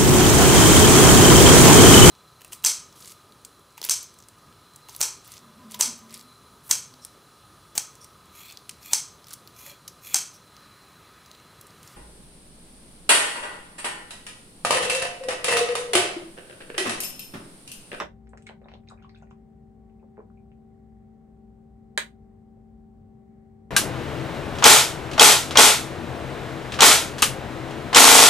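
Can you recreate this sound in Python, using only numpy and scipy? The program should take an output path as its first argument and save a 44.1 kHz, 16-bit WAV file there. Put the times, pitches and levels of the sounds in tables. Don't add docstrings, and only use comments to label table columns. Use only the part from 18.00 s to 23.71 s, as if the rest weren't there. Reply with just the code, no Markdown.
import sys
import numpy as np
from scipy import signal
from scipy.fft import rfft, irfft
from scipy.io import wavfile
from scipy.ndimage import uniform_filter1d

SR = 44100
rng = np.random.default_rng(int(sys.argv[2]) if len(sys.argv) > 2 else 0)


def transcribe(u):
    v = np.clip(np.atleast_2d(u).T, -1, 1)
    q = np.round(v * 32767).astype(np.int16)
    wavfile.write(sys.argv[1], SR, q)


N = 251678

# pitch_hz, level_db, left_minus_right_db, waver_db
HUM_TONES = [(57.8, -63.5, 5.5, 4), (97.3, -64.5, 2, 4.5), (200.9, -64, 1.5, 4), (222.3, -55.5, 6, 1),
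             (387.8, -66, 15, 1), (443, -76.5, 5.5, 4), (777.2, -67, 2.5, 0.5), (888, -91.5, 7.5, 2),
             (1127, -94.5, 16.5, 2.5)]
# frequency_hz, relative_density_db (per Hz)
AIR_SPECTRUM = [(24, -38), (33, -16.5), (45, -1.5), (62, 1), (85, -9.5), (140, -2), (250, -10.5),
                (310, -17.5), (450, -21.5), (750, -27), (1000, -35.5), (1450, -39), (1900, -47.5),
                (3000, -51), (6000, -56), (9000, -52.5), (11000, -72), (15000, -55)]
# start_s, level_db, pitch_ratio (to the wall modes), relative_crack_db
BUCKLES = [(0.0006, -20, 0.67, 5), (0.0035, -24, 0.91, -0.5), (0.0068, -24.5, 0.37, 3.5),
           (0.0085, -30.5, 0.2, -8), (0.0102, -25.5, 0.87, 0), (0.02, -27.5, 0.47, 8),
           (0.037, -47, 0.98, -9), (0.4712, -43.5, 0.87, 1), (0.4906, -35.5, 0.99, -15),
           (3.9762, -10.5, 1.04, 7), (3.978, -18.5, 1.13, 3.5), (3.981, -18, 0.98, 3)]
# pitch_hz, relative_level_db, t60_s
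WALL_MODES = [(397, -28.5, 0.041), (565, -29.5, 0.033), (916.4, -24, 0.058), (1570, -4.5, 0.0076),
              (2016, -7, 0.01138), (2290, -17.5, 0.008), (3090, -7, 0.0074), (4137, -10, 0.0051)]
# frequency_hz, relative_level_db
CRACK_SPECTRUM = [(200, -6), (450, -3), (1050, 4.5), (1800, 0), (3000, 12), (5300, 3), (8700, 10),
                  (10800, -20), (13500, 0), (15500, -16)]
# start_s, length_s, level_db, centre_hz
CRINKLE_STRETCHES = [(0.001, 0.028, -41, 1087), (0.492, 0.028, -53, 1140), (0.611, 0.087, -65, 1330),
                     (0.678, 0.076, -59.5, 2500), (0.872, 0.031, -61, 3000), (1.018, 0.045, -65.5, 2620),
                     (1.14, 0.063, -73, 2490)]
# start_s, level_db, centre_hz, spray_half_width_octaves
LIP_CLICKS = [(0.2713, -50, 1960, 1.45), (0.2927, -48, 8170, 0.35), (0.3335, -39, 1410, 0.76),
              (0.374, -39.5, 1770, 2.3), (0.4237, -47.5, 8150, 1.2), (0.4223, -51.5, 2730, 1.1),
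              (0.463, -49, 2600, 0.7), (0.467, -39.5, 8000, 0.18), (0.4693, -35.5, 3730, 0.76),
              (0.4915, -38, 2650, 0.24), (0.616, -52, 1940, 1), (0.6565, -47, 1400, 0.69),
              (0.6825, -59, 1700, 0.7), (0.685, -42, 2260, 1.2), (.698, -51, 3320, 0.51),
              (.707, -51, 2490, .3), (0.7167, -44, 2280, 1.3), (0.7375, -43.5, 2200, 1.4),
              (0.7387, -44, 3300, .7), (.7655, -61, 2230, 0.9), (0.836, -59, 1890, .5),
              (0.8776, -51, 2380, 1.4), (0.887, -44, 4770, 0.72), (0.899, -44.5, 7850, 0.61),
              (0.909, -60, 2100, 0.69), (1.025, -51, 3050, 1.2), (1.049, -53, 2860, 0.9),
              (1.058, -60, 2600, 0.4), (1.0934, -49.5, 4400, 0.22), (1.153, -52, 4150, .2),
              (1.175, -56, 3720, 1.2), (1.186, -59, 7640, .3), (1.2238, -55.5, 6570, 0.055),
              (1.307, -58, 6760, 0.046), (1.31, -49, 2550, 1), (1.897, -61.5, 2470, 0.54),
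              (2.171, -47, 1450, 0.13), (2.5173, -55, 2360, .3)]
# start_s, level_db, pitch_hz, t60_s
SINGLE_BUBBLES = [(.335, -36.5, 626, 0.0053), (0.4665, -37.5, 2190, 0.012), (0.4905, -47.5, 3100, 0.0045),
                  (.496, -33.5, 626, 0.0052), (.617, -43.5, 500, 0.011), (.631, -53, 460, 0.0091),
                  (0.643, -57, 3700, 0.011), (0.658, -38, 594, 0.0052), (.686, -44, 860, 0.0052),
                  (.717, -42.5, 725, 0.0084), (.738, -38.5, 563, 0.0053), (0.7385, -48, 3650, 0.0041),
                  (0.748, -60, 4160, 0.018), (.754, -44.5, 805, 0.0063), (0.8869, -43.5, 3800, 0.0087),
                  (0.903, -46, 1320, 0.0078), (0.9111, -40, 1180, 0.011), (.922, -37, 750, 0.0048),
                  (0.943, -63, 1080, 0.0097), (0.975, -58, 2430, 0.015), (1.021, -56, 1380, 0.014),
                  (1.038, -55, 3000, 0.0078), (1.0453, -42.5, 1117, 0.014), (1.095, -49.5, 2010, 0.005),
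                  (1.0935, -54, 4330, 0.0094), (1.1, -63, 4660, 0.01), (1.146, -52, 1520, 0.012),
                  (1.148, -50, 3560, .008), (1.159, -51.5, 2520, 0.01), (1.2232, -42.5, 704, 0.0084),
                  (1.225, -56, 1430, 0.024), (1.311, -42.5, 1070, 0.0056), (1.996, -68, 2520, 0.011),
                  (2.185, -68, 2310, 0.017), (2.192, -51, 1370, .008), (2.2059, -53, 1150, 0.0065),
                  (2.301, -55, 1250, 0.0064), (2.373, -60.5, 2380, 0.01)]
# start_s, level_db, pitch_ratio (to the throat modes), relative_upper_modes_db
SWALLOW_PULSES = [(2.028, -54, 0.87, 7), (2.04, -55, 1.16, -2), (2.178, -45.5, 0.89, 7),
                  (2.18, -51, 0.99, -9), (2.188, -43, 1.06, -4.5), (2.1925, -42, 0.97, -10),
                  (2.202, -50, 1.04, 11), (2.211, -56, 1.1, 2), (2.2155, -51, 0.88, -12),
                  (4.571, -60, 1.23, -11)]
# pitch_hz, relative_level_db, t60_s
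THROAT_MODES = [(449, 5.5, 0.03), (792, -10, 0.0071), (960, -5, 0.018), (1470, -15.5, 0.017)]

T = np.arange(N) / SR
RING = T[:SR // 8]
SWELL_CYCLES = 1.1
AIR_DB = -55
CRACK_T60_S, CRACK_RISE_S = 0.009, 0.0003
TEAR_DB = 0
BEND_DELAY_S = 0.0013
CRINKLES_PER_S, CRINKLE_SCATTER_DB = 260, 7
CLICK_T60_S = 0.0019
SPRAY_PER_S, SPRAY_T60_S = 5000, 0.011
POUR_START_S, POUR_END_S, POUR_PER_S = 0.89, 1.33, 45
POUR_DB, POUR_TILT_DB, POUR_SCATTER_DB, POUR_T60_S = -59.5, -1.5, -4.5, 0.006
POUR_START_HZ, POUR_END_HZ, POUR_OCTAVES = 1520, 2320, 1
BUBBLE_SWELL = 0.11
CEILING_S, CEILING_DB = 0.0048, -7
BASS_T60_S, ROOM_T60_S, TREBLE_T60_S = 0.22, 0.17, 0.165
RING_WET_DB, RING_BUILD_S, CREASE_BUILD_S = -5.5, 0.005, 0.005
MOUTH_WET_DB, MOUTH_BUILD_S = -1.5, 0.003
GLUG_WET_DB, GLUG_BUILD_S = -4.5, 0.003
TOP_HZ = 15600


def undb(db):
    return 10 ** (np.asarray(db) / 20)


def unit(x):
    return x / np.sqrt(np.mean(x ** 2))


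def decay(t, t60):
    return np.exp(-np.log(1000) * t / t60)


def colour(points, size):
    hz, db = np.transpose(points)
    bins_hz = np.fft.rfftfreq(size, 1 / SR)
    return undb(np.interp(np.log(bins_hz + 1), np.log(hz), db))


def add(track, s, sound):
    i = max(int(s * SR), 0)
    track[i:i + len(sound)] += sound[:N - i]


def walk(rate):
    k = int(SR / rate)
    steps = np.repeat(rng.standard_normal(N // k + 1), k)
    smooth = uniform_filter1d(uniform_filter1d(steps, k), k)
    return unit(smooth[:N])


def mode(hz, t60, glide=0, swell=SWELL_CYCLES):
    t60 = max(t60, 1e-4)
    shape = decay(RING, t60) * (1 - np.exp(-(RING * hz / swell) ** 2))
    pitch_hz = hz * (1 + glide * np.minimum(RING / t60, 1))
    phase = 2 * np.pi * np.cumsum(pitch_hz) / SR
    return np.sin(phase) * shape / shape.max()


def hum(drift_hz=0.49):
    out = np.zeros((2, N))
    for hz, db, pan_db, waver_db in HUM_TONES:
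        wandering_hz = hz + drift_hz * waver_db * walk(7.6)
        phase = 2 * np.pi * (np.cumsum(wandering_hz) / SR + rng.random())
        level_db = db + waver_db * walk(12) + np.array([[pan_db], [-pan_db]]) / 2
        out += np.sqrt(2) * np.sin(phase) * undb(level_db)
    return out


def air(spread_hz=600):
    mid, side = rfft(rng.standard_normal((2, N))) * colour(AIR_SPECTRUM, N)
    side = side * np.clip(np.fft.rfftfreq(N, 1 / SR) / spread_hz, .15, .85)
    return unit(irfft(np.array([mid + side, mid - side]), N)) * undb(AIR_DB)


def flow(db=-86, swell_db=-2.0):
    band = signal.butter(2, [1700, 2150], "band", fs=SR, output="sos")
    hiss = signal.sosfilt(band, rng.standard_normal((2, N)))
    return unit(hiss) * undb(db + swell_db * walk(2.7))


def wall():
    out = np.zeros(N)
    for s, db, pitch, _ in BUCKLES:
        ring = np.zeros(len(RING))
        for k, (hz, mode_db, t60) in enumerate(WALL_MODES):
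            ring += (-1) ** k * undb(mode_db) * mode(hz * pitch, t60 / pitch)
        add(out, s, undb(db) * ring)
    return out


def cracks(crack_db=-13):
    out = np.zeros(N)
    hz = np.fft.rfftfreq(len(RING), 1 / SR)
    spread = np.exp(-4j * np.pi * BEND_DELAY_S * np.sqrt(hz * 10 ** 3))
    burst = decay(RING, CRACK_T60_S) * (1 - np.exp(-RING / CRACK_RISE_S))
    jolt = np.linalg.norm(burst)
    for s, db, pitch, sharp_db in BUCKLES:
        tear = undb(TEAR_DB) * rfft(burst * rng.standard_normal(len(RING)))
        spectrum = unit(colour([(f * pitch, d) for f, d in CRACK_SPECTRUM], len(RING)))
        crack = irfft((jolt + tear) * spread * spectrum, len(RING))
        band = signal.butter(3, [250, min(16500 * pitch, SR / 2.4)], "band", fs=SR, output="sos")
        sound = signal.sosfilt(band, crack[:len(RING) // 2])
        add(out, s, undb(db + sharp_db + crack_db) * sound)
    return out


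def crinkle(scatter_octaves=0.792, cycles=13, tilt_db=-4):
    out = np.zeros(N)
    for start, length, db, centre_hz in CRINKLE_STRETCHES:
        slips = rng.uniform(-1, 1, (64, 3))[:int(length * CRINKLES_PER_S)]
        for when, size, pitch in slips:
            hz = min(centre_hz * 2 ** (scatter_octaves * pitch), SR / 3)
            gain = undb(db + CRINKLE_SCATTER_DB * size + tilt_db * pitch)
            add(out, start + length * (when + 1) / 2, gain * mode(hz, cycles / hz))
    return out


def lips(spray_db=-6, spray_rise_s=0.0002):
    out = np.zeros(N)
    for s, db, hz, octaves in LIP_CLICKS:
        struck = rng.random(len(RING)) < SPRAY_PER_S / SR
        grains = unit(rng.standard_normal(len(RING)) * struck)
        spray = grains * decay(RING, SPRAY_T60_S) * (1 - np.exp(-RING / spray_rise_s))
        lower = signal.butter(1, hz / 2 ** octaves, "high", fs=SR, output="sos")
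        upper = signal.butter(6, min(hz * 2 ** octaves, SR / 3), fs=SR, output="sos")
        spray = signal.sosfilt(upper, signal.sosfilt(lower, spray))
        add(out, s, undb(db) * (mode(hz, CLICK_T60_S) + undb(spray_db) * spray))
    return signal.sosfilt(signal.butter(4, 9500, fs=SR, output="sos"), out)


def bubble(hz, t60, glide=0.026):
    return mode(hz, t60, glide, swell=BUBBLE_SWELL * t60 * hz)


def water():
    out = np.zeros(N)
    for s, db, hz, t60 in SINGLE_BUBBLES:
        add(out, s, undb(db) * bubble(hz, t60))
    length = POUR_END_S - POUR_START_S
    gurgle = rng.uniform(-1, 1, (128, 3))[:int(length * POUR_PER_S)]
    for when, size, pitch in gurgle:
        filled = (when + 1) / 2
        centre_hz = POUR_START_HZ * (POUR_END_HZ / POUR_START_HZ) ** filled
        hz = centre_hz * 2 ** (POUR_OCTAVES * pitch)
        gain = undb(POUR_DB + POUR_SCATTER_DB * size + POUR_TILT_DB * pitch)
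        add(out, POUR_START_S + length * filled, gain * bubble(hz, POUR_T60_S))
    return out


def gulps():
    out = np.zeros(N)
    for s, db, pitch, bright_db in SWALLOW_PULSES:
        low, *upper = [undb(mode_db) * mode(hz * pitch, t60, swell=SWELL_CYCLES * 0.49)
                       for hz, mode_db, t60 in THROAT_MODES]
        add(out, s, undb(db) * (low + undb(bright_db) * sum(upper)))
    return out


def diffuse(t, smooth_hz=90):
    noise = rng.standard_normal((2, len(t)))
    power = np.abs(rfft(noise * decay(t, ROOM_T60_S))) ** 2
    bins = max(int(smooth_hz * len(t) / SR), 1)
    return irfft(rfft(noise) / np.sqrt(uniform_filter1d(power, bins)), len(t))


def room(x, wet_db, build_s, lag_s, treble_db, pan_db=0):
    t = T[:SR // 3]
    noise = diffuse(t)

    def below(hz):
        return signal.sosfiltfilt(signal.butter(2, hz, fs=SR, output="sos"), noise, padtype="even")

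    bass, body = below(660), below(3500)
    tail = bass * decay(t, BASS_T60_S) + (body - bass) * decay(t, ROOM_T60_S)
    tail = tail + undb(treble_db) * (noise - body) * decay(t, TREBLE_T60_S)
    tail = tail * (1 - np.exp(-(t / build_s) ** 2))
    response = undb(wet_db) * tail / np.linalg.norm(tail, axis=1, keepdims=True)
    for channel, (direct, bounce) in enumerate([(lag_s, CEILING_S + .0003), (0, CEILING_S)]):
        response[channel, int(direct * SR)] += 1
        response[channel, int(bounce * SR)] += undb(CEILING_DB)
    heard = signal.fftconvolve(x[None], response, axes=1)[:, :N]
    return heard * undb(np.array([[pan_db], [-pan_db]]) / 2)


def scene():
    appliance = hum() + air() + flow()
    ring = room(wall(), RING_WET_DB, RING_BUILD_S, lag_s=.00008, treble_db=-2.0, pan_db=-2.0)
    creases = room(cracks() + crinkle(), -2.0, CREASE_BUILD_S, lag_s=.000035, treble_db=-4.5)
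    mouth = room(lips(), MOUTH_WET_DB, MOUTH_BUILD_S, lag_s=0.00014, treble_db=2.0)
    glugs = room(water(), GLUG_WET_DB, GLUG_BUILD_S, lag_s=0.00012, treble_db=-5.0)
    swallows = room(gulps(), -9.5, MOUTH_BUILD_S, lag_s=0.00012, treble_db=-7.0, pan_db=1.5)
    return appliance + ring + creases + mouth + glugs + swallows


def record(dry):
    return signal.sosfilt(signal.ellip(8, .2, 70, TOP_HZ, fs=SR, output="sos"), dry)


dry = scene()
out = record(dry)
transcribe(out)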